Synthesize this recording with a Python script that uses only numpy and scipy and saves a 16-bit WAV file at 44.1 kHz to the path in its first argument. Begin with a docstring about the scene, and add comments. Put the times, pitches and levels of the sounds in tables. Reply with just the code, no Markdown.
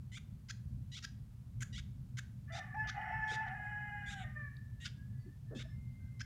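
"""A hatchling peeps over low rumble and hiss; a second in the same wooden nest box answers in short yips.
Both voices are half-pitch partial series roughened into noise, break upward and echo off the box walls.
From 2.5 s a rooster crows across the yard: wavering lines over a hoarse rasp, low notes first and last.
Feet and litter rub the wood in enveloped noise bursts; faint far whistles are single rough partials."""
import sys
import numpy as np
from scipy import signal
from scipy.fft import rfft, irfft, next_fast_len
from scipy.io import wavfile
from scipy.ndimage import map_coordinates

SR = 44100
rng = np.random.default_rng(int(sys.argv[2]) if len(sys.argv) > 2 else 0)


def materialize(psi):
    """Save the field psi as 16-bit PCM at rate SR to the path in sys.argv[1].

    A 1-D psi becomes a single channel; in a 2-D psi each row is a channel.
    """
    bounded = np.clip(np.atleast_2d(psi).T, -1, 1)
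    quanta = np.round(bounded * 32767).astype(np.int16)
    wavfile.write(sys.argv[1], SR, quanta)


def linear_from_db(decibels):
    """Turn decibels (scalar or array-like) into linear amplitude factors; 0 gives 1."""
    return 10 ** (np.asarray(decibels, float) / 20)


N = 275622


def unit(x):
    """x at rms 1."""
    return x / np.sqrt(np.mean(np.abs(x) ** 2) + 1e-20)


def along(points, hz):
    """Interpolates (frequency [Hz], value) points on a log frequency axis."""
    f, v = np.transpose(points)
    return np.interp(np.log(hz + 1), np.log(f + 1), v)


def span(rows):
    """First sample, then one value per sample for each column while the rows last."""
    s, *cols = np.transpose(rows)
    start = max(round(s[0] * SR), 0)
    end = min(round(s[-1] * SR), N)
    t = np.arange(start, end) / SR
    return start, [np.interp(t, s, c) for c in cols]


def wobble(size, rate_hz):
    """A smooth random curve, rate_hz knots a second."""
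    knots = rng.standard_normal(size // 8 + 8)
    return map_coordinates(knots, [np.arange(size) * rate_hz / SR])


def filtered(x, response):
    """x times a complex response of frequency [Hz]."""
    m = next_fast_len(len(x) + SR // 4)
    return irfft(rfft(x, m) * response(np.fft.rfftfreq(m, 1 / SR)), m)[:len(x)]


def add(track, start, sound):
    """Mixes a sound into the track."""
    track[start:start + len(sound)] += sound


def voice(hz, gains, rough, jitter, smear_hz, count):
    """Partials at every half of the pitch; roughness trades each line for a smear of noise, more so up high."""
    size = len(hz)
    phase = np.pi * np.cumsum(hz * (1 + jitter * wobble(size, smear_hz))) / SR  # of the half pitch
    out = np.zeros(size)
    for k in range(1, count + 1):
        share = 1 - (1 - np.clip(rough, 0, 1)) ** (k / 4) ** 1.2
        flutter = wobble(size, smear_hz) + 1j * wobble(size, smear_hz)
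        line = np.sqrt(2 - 2 * share ** 2) + share * flutter
        turn = np.exp(1j * (k * phase + 2 * np.pi * rng.random()))
        out += gains(k) * np.real(line * turn)
    return out


def answer(x, t60s, delay_s):
    """Reverberation: each frequency dies at its own speed; a fresh random tail every 1/8 s."""
    out, step = np.zeros(N + 2 * SR), SR // 8
    for start in range(0, N, step):
        hz, t, z = signal.stft(rng.standard_normal(SR // 2), SR, nperseg=256)
        decay = linear_from_db(-60 * t / along(t60s, hz)[:, None])
        tail = signal.istft(z * decay, SR, nperseg=256)[1]
        wet = signal.fftconvolve(x[start:start + step], tail / np.linalg.norm(tail))
        add(out, start + round(delay_s * SR), wet)
    return out[:N]


# yard decay: (frequency [Hz], t60 [s])
YARD_T60 = [(600, 0.16), (2000, 0.73), (6000, 0.46)]


def yard_echo(x):
    """Echo of the yard, longest around 2 kHz."""
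    return answer(x, YARD_T60, delay_s=0.018)


# decay around the box: (frequency [Hz], t60 [s])
SHED_T60 = [(600, 0.23), (2000, 0.4), (7000, .3), (12000, 0.37)]


def shed_echo(x):
    """Short echo of the shed around the box."""
    return answer(x, SHED_T60, delay_s=.006)


# rumble spectrum shape: (frequency [Hz], relative density [dB per Hz])
RUMBLE_SPECTRUM = [(12, -43), (20, -31), (30, -18.5), (43, -11), (54, -3), (87, -4), (107, -0.5), (124, 3),
                   (143, -4.5), (167, -11.5), (198, -9.5), (248, -20.5), (375, -44), (600, -42),
                   (780, -62.5), (1320, -120)]
# hiss spectrum shape: (frequency [Hz], relative density [dB per Hz])
HISS_SPECTRUM = [(180, -40.5), (300, -8.5), (378, -4.5), (446, -8.5), (591, -16), (663, -10.5),
                 (1050, -11.5), (1910, -15.5), (2530, -17), (15600, -23)]
RUMBLE_DB, HISS_DB = -47.5, -76.0


def background():
    """Far traffic-like rumble that heaves a little, and smooth microphone hiss: two shaped noises."""
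    heave = linear_from_db(RUMBLE_DB + .4 * wobble(N, 1) + 1.5 * wobble(N, 6))
    rumble = unit(filtered(rng.standard_normal(N), lambda f: linear_from_db(along(RUMBLE_SPECTRUM, f))))
    hiss = unit(filtered(rng.standard_normal(N), lambda f: linear_from_db(along(HISS_SPECTRUM, f))))
    return heave * rumble + linear_from_db(HISS_DB) * hiss


# faint far whistles, fades excluded:
# (start [s], length [s], first pitch [Hz], last pitch [Hz], level [dB], roughness [0-1])
FAR_WHISTLES = [(4.551, 0.27, 1810, 1730, -75, 0.86), (5.001, .04, 1645, 1670, -67.5, 0.73),
                (5.12, 0.06, 1720, 1690, -74.5, 1), (5.16, .11, 1960, 2020, -83, .65),
                (5.2, .08, 4600, 4450, -85, 1), (5.26, 0.077, 1720, 1800, -71.5, 0.99),
                (5.51, 0.21, 1760, 1750, -68.5, 1), (5.67, .06, 5300, 5250, -81, .8),
                (5.741, 1, 2108, 2060, -74, 0.62), (6.032, 0.051, 1576, 1578, -76, 0.87)]
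FADE_S, FADE_DB = 0.045, -16  # in and out


def far_fowl():
    """Only the strongest partial of distant calls carries, breaking up on its way."""
    out = np.zeros(N)
    for s, length, first_hz, last_hz, level_db, rough in FAR_WHISTLES:
        end = s + length
        start, (hz, db) = span([(s - FADE_S, first_hz, level_db + FADE_DB),
                                (s, first_hz, level_db),
                                (end, last_hz, level_db),
                                (end + FADE_S, last_hz, level_db + FADE_DB)])
        gains = lambda k: (k == 2) * linear_from_db(db)
        add(out, start, voice(hz, gains, rough, jitter=.006, smear_hz=140, count=2))
    return out


# rubs on the box: (start [s], length [s], level [dB], centre [Hz], half-width at 1/e [Hz])
RUBS = [(3.31, 0.056, -59.5, 455, 120), (5.26, 0.059, -56.5, 324, 65), (5.505, 0.098, -50.5, 366, 300),
        (5.55, 0.08, -48.5, 240, 81), (5.5, 0.14, -68, 1330, 490), (5.65, 0.028, -66, 630, 40),
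        (4.568, 0.0037, -54, 4130, 740)]
SCRAPE_DB = 3  # uneven catching


def shuffles():
    """Short rubs of feet and litter on wood: band noise, quick to start and dying away."""
    out, t = np.zeros(N), np.arange(SR // 4) / SR
    for s, length, db, hz, width in RUBS:
        rub = filtered(rng.standard_normal(len(t)), lambda f: np.exp(-((f - hz) / width) ** 2))
        level = linear_from_db(db + SCRAPE_DB * wobble(len(t), 90))
        envelope = t / length * 4 * np.exp(1 - t / length * 4)  # peaks at length / 4
        add(out, round(s * SR), level * unit(rub) * envelope)
    return out


def rasp(hz, modes):
    """Lumpy breath noise, gated once a cycle; each steep resonance swells and fades on its own."""
    gate = 1 + 0.9 * np.cos(2 * np.pi * np.cumsum(hz) / SR)
    out = np.zeros(len(hz))
    for c, w, db in modes:
        lumps = linear_from_db(db + 3 * wobble(len(hz), 70))
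        breath = gate * lumps * rng.standard_normal(len(hz))
        out += filtered(breath, lambda f: (1j * f * w / (c * c - f * f + 1j * f * w)) ** 3)
    return unit(out)


# high register, levels before the mix gain: (time [s], pitch [Hz], first partial [dB],
# upper partials' reference [dB], chest rasp [dB], throat rasp [dB])
CROW_TRACK = [(2.47, 723, -90, -97, -89, -80), (2.5, 713.7, -90, -90, -73, -58),
              (2.55, 715, -92, -88, -45.5, -48.5), (2.66, 720, -90, -88, -57, -55.5),
              (2.739, 741.7, -80, -86, -65, -79), (2.746, 774.5, -45.5, -63, -57.5, -50),
              (2.765, 862, -41, -54, -55, -71), (2.81, 864, -40, -40, -57, -66),
              (2.845, 870.3, -42, -53, -55, -48), (2.87, 856.2, -71, -76, -54.5, -49),
              (2.94, 857, -64, -59, -64, -50), (2.955, 771.6, -48.5, -73.5, -42.5, -48.5),
              (3.0, 858.7, -44, -56.5, -43, -45.5), (3.11, 861.4, -44.5, -52, -45.5, -45.5),
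              (3.13, 877.8, -38, -46, -52, -49), (3.32, 861.4, -43, -45, -51.5, -48.5),
              (3.4, 876, -36.5, -47.5, -54.5, -50), (3.455, 866.4, -46, -48, -48, -47.5),
              (3.475, 726.4, -55.5, -64, -43.5, -47), (3.52, 752, -43, -75, -49, -46.5),
              (3.55, 836.6, -51.5, -52, -50.5, -60), (3.68, 832.6, -48, -48.5, -56.5, -55.5),
              (3.8, 840, -48, -54, -62, -55.5), (3.92, 826, -48.5, -54, -67, -57.5),
              (4.08, 817, -53.5, -49, -63, -53), (4.15, 801.4, -53, -58.5, -66, -64),
              (4.22, 748.6, -46, -58.5, -55, -55), (4.25, 687.4, -61, -73, -66, -69),
              (4.32, 674, -86, -90, -74, -78)]
# throat above the first partial: (frequency [Hz], gain [dB])
HIGH_THROAT = [(1150, -42.5), (1300, -0.5), (1700, 7.5), (2080, 12), (2550, -17.5), (2900, 1),
               (3450, -52.5), (4300, -54), (5050, -52.5), (5210, -33.5), (5400, -24), (5650, -11.5),
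               (5790, -54), (6100, -54.5), (6700, -48.5), (6940, -39), (7200, -51), (7470, -29.5),
               (7750, -71)]
# half-pitch lines: (time [s], share [0-1])
HALF_PITCH_SHARE = [(2.82, 0.04), (2.94, 0.42), (3.2, 0.13), (3.6, 0.07), (3.85, .25), (4.2, 0.02)]
# rasp resonances, each cubed: (centre [Hz], width before cubing [Hz], relative drive [dB])
CHEST_MODES = [(773.7, 149, 1), (1224, 154, -14.5)]
THROAT_MODES = [(1463, 280, 5), (1750, 204, 13), (2000, 284, 8.5), (2483, 170, -1.5), (2916, 400, -5.5)]
WAVER_DB = .8


def crow_high():
    """Clear wavering lines, with weaker ones at half pitch, over a hoarse chest and throat rasp."""
    out = np.zeros(N)
    start, (hz, first_db, upper_db, chest_db, throat_db) = span(CROW_TRACK)
    t = (start + np.arange(len(hz))) / SR
    half = np.clip(np.interp(t, *np.transpose(HALF_PITCH_SHARE)), 0, 1)
    first_db = first_db + WAVER_DB * wobble(len(hz), 14)
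    upper_db = upper_db + WAVER_DB * wobble(len(hz), 14)

    def gains(k):
        """Odd k are the half-pitch lines."""
        if k == 2:
            return linear_from_db(first_db)
        return (k > 2) * linear_from_db(upper_db + along(HIGH_THROAT, k * hz / 2)) * (half if k % 2 else 1)

    lines = voice(hz, gains, rough=.3, jitter=.003, smear_hz=60, count=18)
    hoarse = linear_from_db(chest_db) * rasp(hz, CHEST_MODES) + linear_from_db(throat_db) * rasp(hz, THROAT_MODES)
    add(out, start, lines + hoarse)
    return out


# low register, opening and closing notes, levels before the mix gain:
# (time [s], pitch [Hz], level [dB], roughness [0-1])
LOW_TRACKS = [
    [(2.472, 585, -92, 0.16), (2.482, 585, -68, .2), (2.5, 585, -62.5, .3), (2.505, 660, -59, 0.1),
     (2.54, 680, -54.5, 0.98), (2.58, 680, -58.5, 0.65), (2.6, 593, -55.5, 0.2), (2.68, 585, -66, 0.97),
     (2.76, 580, -55.5, 0.36), (2.77, 590, -81, 0.26)],
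    [(4.225, 614, -87, 0.31), (4.245, 614, -57.5, 0.4), (4.29, 609.5, -64, 0.3), (4.35, 603, -75, 0.4),
     (4.365, 602, -52.5, 0.2), (4.42, 592, -55.5, 0.2), (4.49, 567, -59, 0.3), (4.52, 563, -83, 0.74),
     (4.6, 570, -83, .8)],
]
# first partial over the note's level, by pitch: (pitch [Hz], gain [dB])
LOW_FIRST_GAIN = [(565, -24), (615, -4), (680, 6.5)]
# throat in the low register: (frequency [Hz], gain [dB])
LOW_THROAT = [(1200, -3), (1800, 10.5), (2400, -14.5), (3000, -53)]


def crow_low():
    """Opening and closing notes: rough whole-pitch partials only."""
    out = np.zeros(N)
    for rows in LOW_TRACKS:
        start, (hz, db, rough) = span(rows)

        def gains(k):
            """Odd k (half pitch) are silent."""
            if k == 2:
                return linear_from_db(db + along(LOW_FIRST_GAIN, hz))
            return (1 - k % 2) * linear_from_db(db + along(LOW_THROAT, k * hz / 2))

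        add(out, start, voice(hz, gains, rough, jitter=0.0059, smear_hz=110.8, count=10))
    return out


def rooster():
    """Both registers of the crow."""
    return crow_high() + crow_low()


ATTACK_S, RELEASE_S, SILENT_DB = .004, .007, -30
SWELL_SHARE, SNAP_S = .5, .001  # swell point on the way to the break; half the break's duration


def call(row, shape, break_hz):
    """One begging call: it swells on its pitch, may glide, breaks into the upper voice and stops short."""
    s, snap, length, db, hz = row[:5]
    last_hz = row[-4]  # just before the break; the same as hz in a yip
    times = s + np.array([0, SWELL_SHARE * snap, snap - SNAP_S, snap + SNAP_S, length])
    pitches = (hz, hz, last_hz, *break_hz)
    body = [(t, pitch, db + gain_db, rough)
            for t, pitch, (gain_db, rough) in zip(times, pitches, shape)]
    edge = lambda p, dt: (p[0] + dt, p[1], p[2] + SILENT_DB, p[3])
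    return [edge(body[0], -ATTACK_S), *body, edge(body[-1], RELEASE_S)]


LEAST_ROUGH, AIR_DB = .2, -9  # membranes never run clean; escaping air re voice


def hatchling(calls, shape, break_hz, throat):
    """A rough membrane also slips into half pitch; the tiny throat passes little below its first resonance."""
    out = np.zeros(N)
    order = np.arange(1, 33)[:, None]
    for row in calls:
        start, (hz, db, rough) = span(call(row, shape, break_hz))
        gape = [(1800, row[-3]), (3500, 0), (5200, row[-2]), (7000, row[-1])]  # (Hz, dB)
        tract = lambda f: linear_from_db(along(throat, f) + along(gape, f))
        partial_hz = order * hz / 2
        half_pitch = np.where(order % 2, np.clip(rough, 0, 1) ** 2, 1)
        gain = tract(partial_hz) * half_pitch * (partial_hz < SR * .35)
        gain = gain / np.sqrt(np.sum(gain ** 2, axis=0))
        tone = voice(hz, lambda k: gain[k - 1], np.maximum(rough, LEAST_ROUGH),
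                     jitter=.02, smear_hz=600, count=32)
        add(out, start, linear_from_db(db) * tone)
        puffs = 1 + np.cos(2 * np.pi * np.cumsum(hz) / SR)  # breath escapes once a cycle
        air = rng.standard_normal(len(hz)) * puffs
        air = filtered(air, lambda f: tract(f) / (1 + (2300 / (f + 1)) ** 8))
        add(out, start, linear_from_db(db + AIR_DB) * unit(air))
    return filtered(out, lambda f: 1 / (1 + (1150 / (f + 1)) ** 12))


# short yips: (start [s], break after [s], length [s], level [dB], pitch up to the break [Hz],
# gape at 1.8 kHz [dB], at 5.2 kHz [dB], above 7 kHz [dB])
YIP_CALLS = [(.487, .013, .024, -45, 1035, 5, 8, 1.5), (1.026, .018, 0.026, -43, 931, 4.5, 7, 1.5),
             (1.607, 0.017, 0.025, -41.5, 1046, 11, -2, 11.5),
             (2.172, 0.017, 0.022, -40.5, 1032, 10.5, -2, 4),
             (2.874, 0.022, 0.027, -39.5, 1222, 5, -0.5, -8),
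             (3.470, 0.015, 0.017, -58.5, 1026, -5, -8, -14), (4.846, .012, 0.02, -41.5, 1000, -3, 2, -7),
             (6.197, .011, .021, -45, 1020, 7.5, 8, -1.5)]
# onset, swell, just before the break, just after, last moment: (gain [dB], roughness [0-1])
YIP_COURSE = [(-11, 0.44), (-12, 0.8), (-3, 0.64), (-2.5, 0.74), (0, 0.74)]
# throat: (frequency [Hz], relative gain [dB])
YIP_TRACT = [(1000, -16.5), (1350, 3.5), (1600, 0), (2600, -4.5), (3400, -0.5), (4400, -5.5), (5200, -4),
             (6000, -3), (7000, -5.5), (8000, -21.5), (10000, -23.5), (14000, -34)]


def yipping_hatchling():
    """Short yips, level in pitch, then an upper voice rising 1400-1730 Hz."""
    return hatchling(YIP_CALLS, YIP_COURSE, (1400, 1730), YIP_TRACT)


# longer peeps: (start [s], break after [s], length [s], level [dB], pitch [Hz],
# pitch just before the break [Hz], gape at 1.8 kHz [dB], at 5.2 kHz [dB], above 7 kHz [dB])
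PEEP_CALLS = [(.119, 0.053, 0.064, -51, 1006, 1224, 2.5, 5, 4),
              (.918, 0.05, 0.074, -49.5, 973, 1190, -11.5, 8, -3.5),
              (1.728, 0.052, 0.072, -49.5, 974, 1220, -7.5, 7, -2),
              (2.522, 0.042, 0.073, -50.5, 1170, 1400, -0.5, 12.5, 1),
              (3.278, 0.054, 0.082, -48.5, 1110, 1353, -1.5, 10, 1),
              (4.062, .046, 0.082, -52, 1144, 1276, -5.5, 2.5, 2.5),
              (4.150, .047, 0.091, -56.5, 1002, 957, -7.5, -26, -2.5),
              (4.803, 0.047, 0.078, -51.5, 940, 966.5, -1.5, -6, 0.5),
              (5.550, 0.043, 0.077, -52.5, 868, 914, -2, 8.5, 0)]
# onset, swell, just before the break, just after, last moment: (gain [dB], roughness [0-1])
PEEP_COURSE = [(-10, 0.3), (-3, 0.3), (-3, 0), (0, 0.91), (-2, 1)]
# throat: (frequency [Hz], relative gain [dB])
PEEP_TRACT = [(1000, -55), (1350, 4), (2000, 4.5), (2600, -2), (3500, 4.5), (4400, -12), (5000, -13.5),
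              (6000, -12), (7000, -7), (8000, -16.5), (10000, -23.5), (13000, -39)]


def peeping_hatchling():
    """Longer peeps, mostly rising, then an upper voice sinking 1460-1417 Hz."""
    return hatchling(PEEP_CALLS, PEEP_COURSE, (1460, 1417), PEEP_TRACT)


# first echoes off the close wooden walls: (delay [ms], level [dB])
WALL_ECHOES = [(0.834, -21), (1.901, -19), (3.101, -13.5)]


def box(x):
    """Close walls comb the sound into fixed bands."""
    echo = lambda f, ms, db: linear_from_db(db) * np.exp(-2j * np.pi * f * ms / 1000)
    return filtered(x, lambda f: 1 + sum(echo(f, ms, db) for ms, db in WALL_ECHOES))


def scene():
    """The nest is near, the yard far and wet."""
    distance = far_fowl() + background()
    crow = rooster()
    yard = linear_from_db(-4.5) * crow + linear_from_db(-12.0) * yard_echo(crow)
    nest = box(peeping_hatchling() + yipping_hatchling()) + shuffles()
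    near = nest + linear_from_db(-13) * shed_echo(nest)
    return (near + yard + distance)[None]


def roll_off(x):
    """The treble ends steeply here."""
    return signal.sosfilt(signal.butter(12, 15710, fs=SR, output="sos"), x)


def record(dry):
    """Turns the finished mix into the final output."""
    return roll_off(dry)


dry = scene()
out = record(dry)
materialize(out)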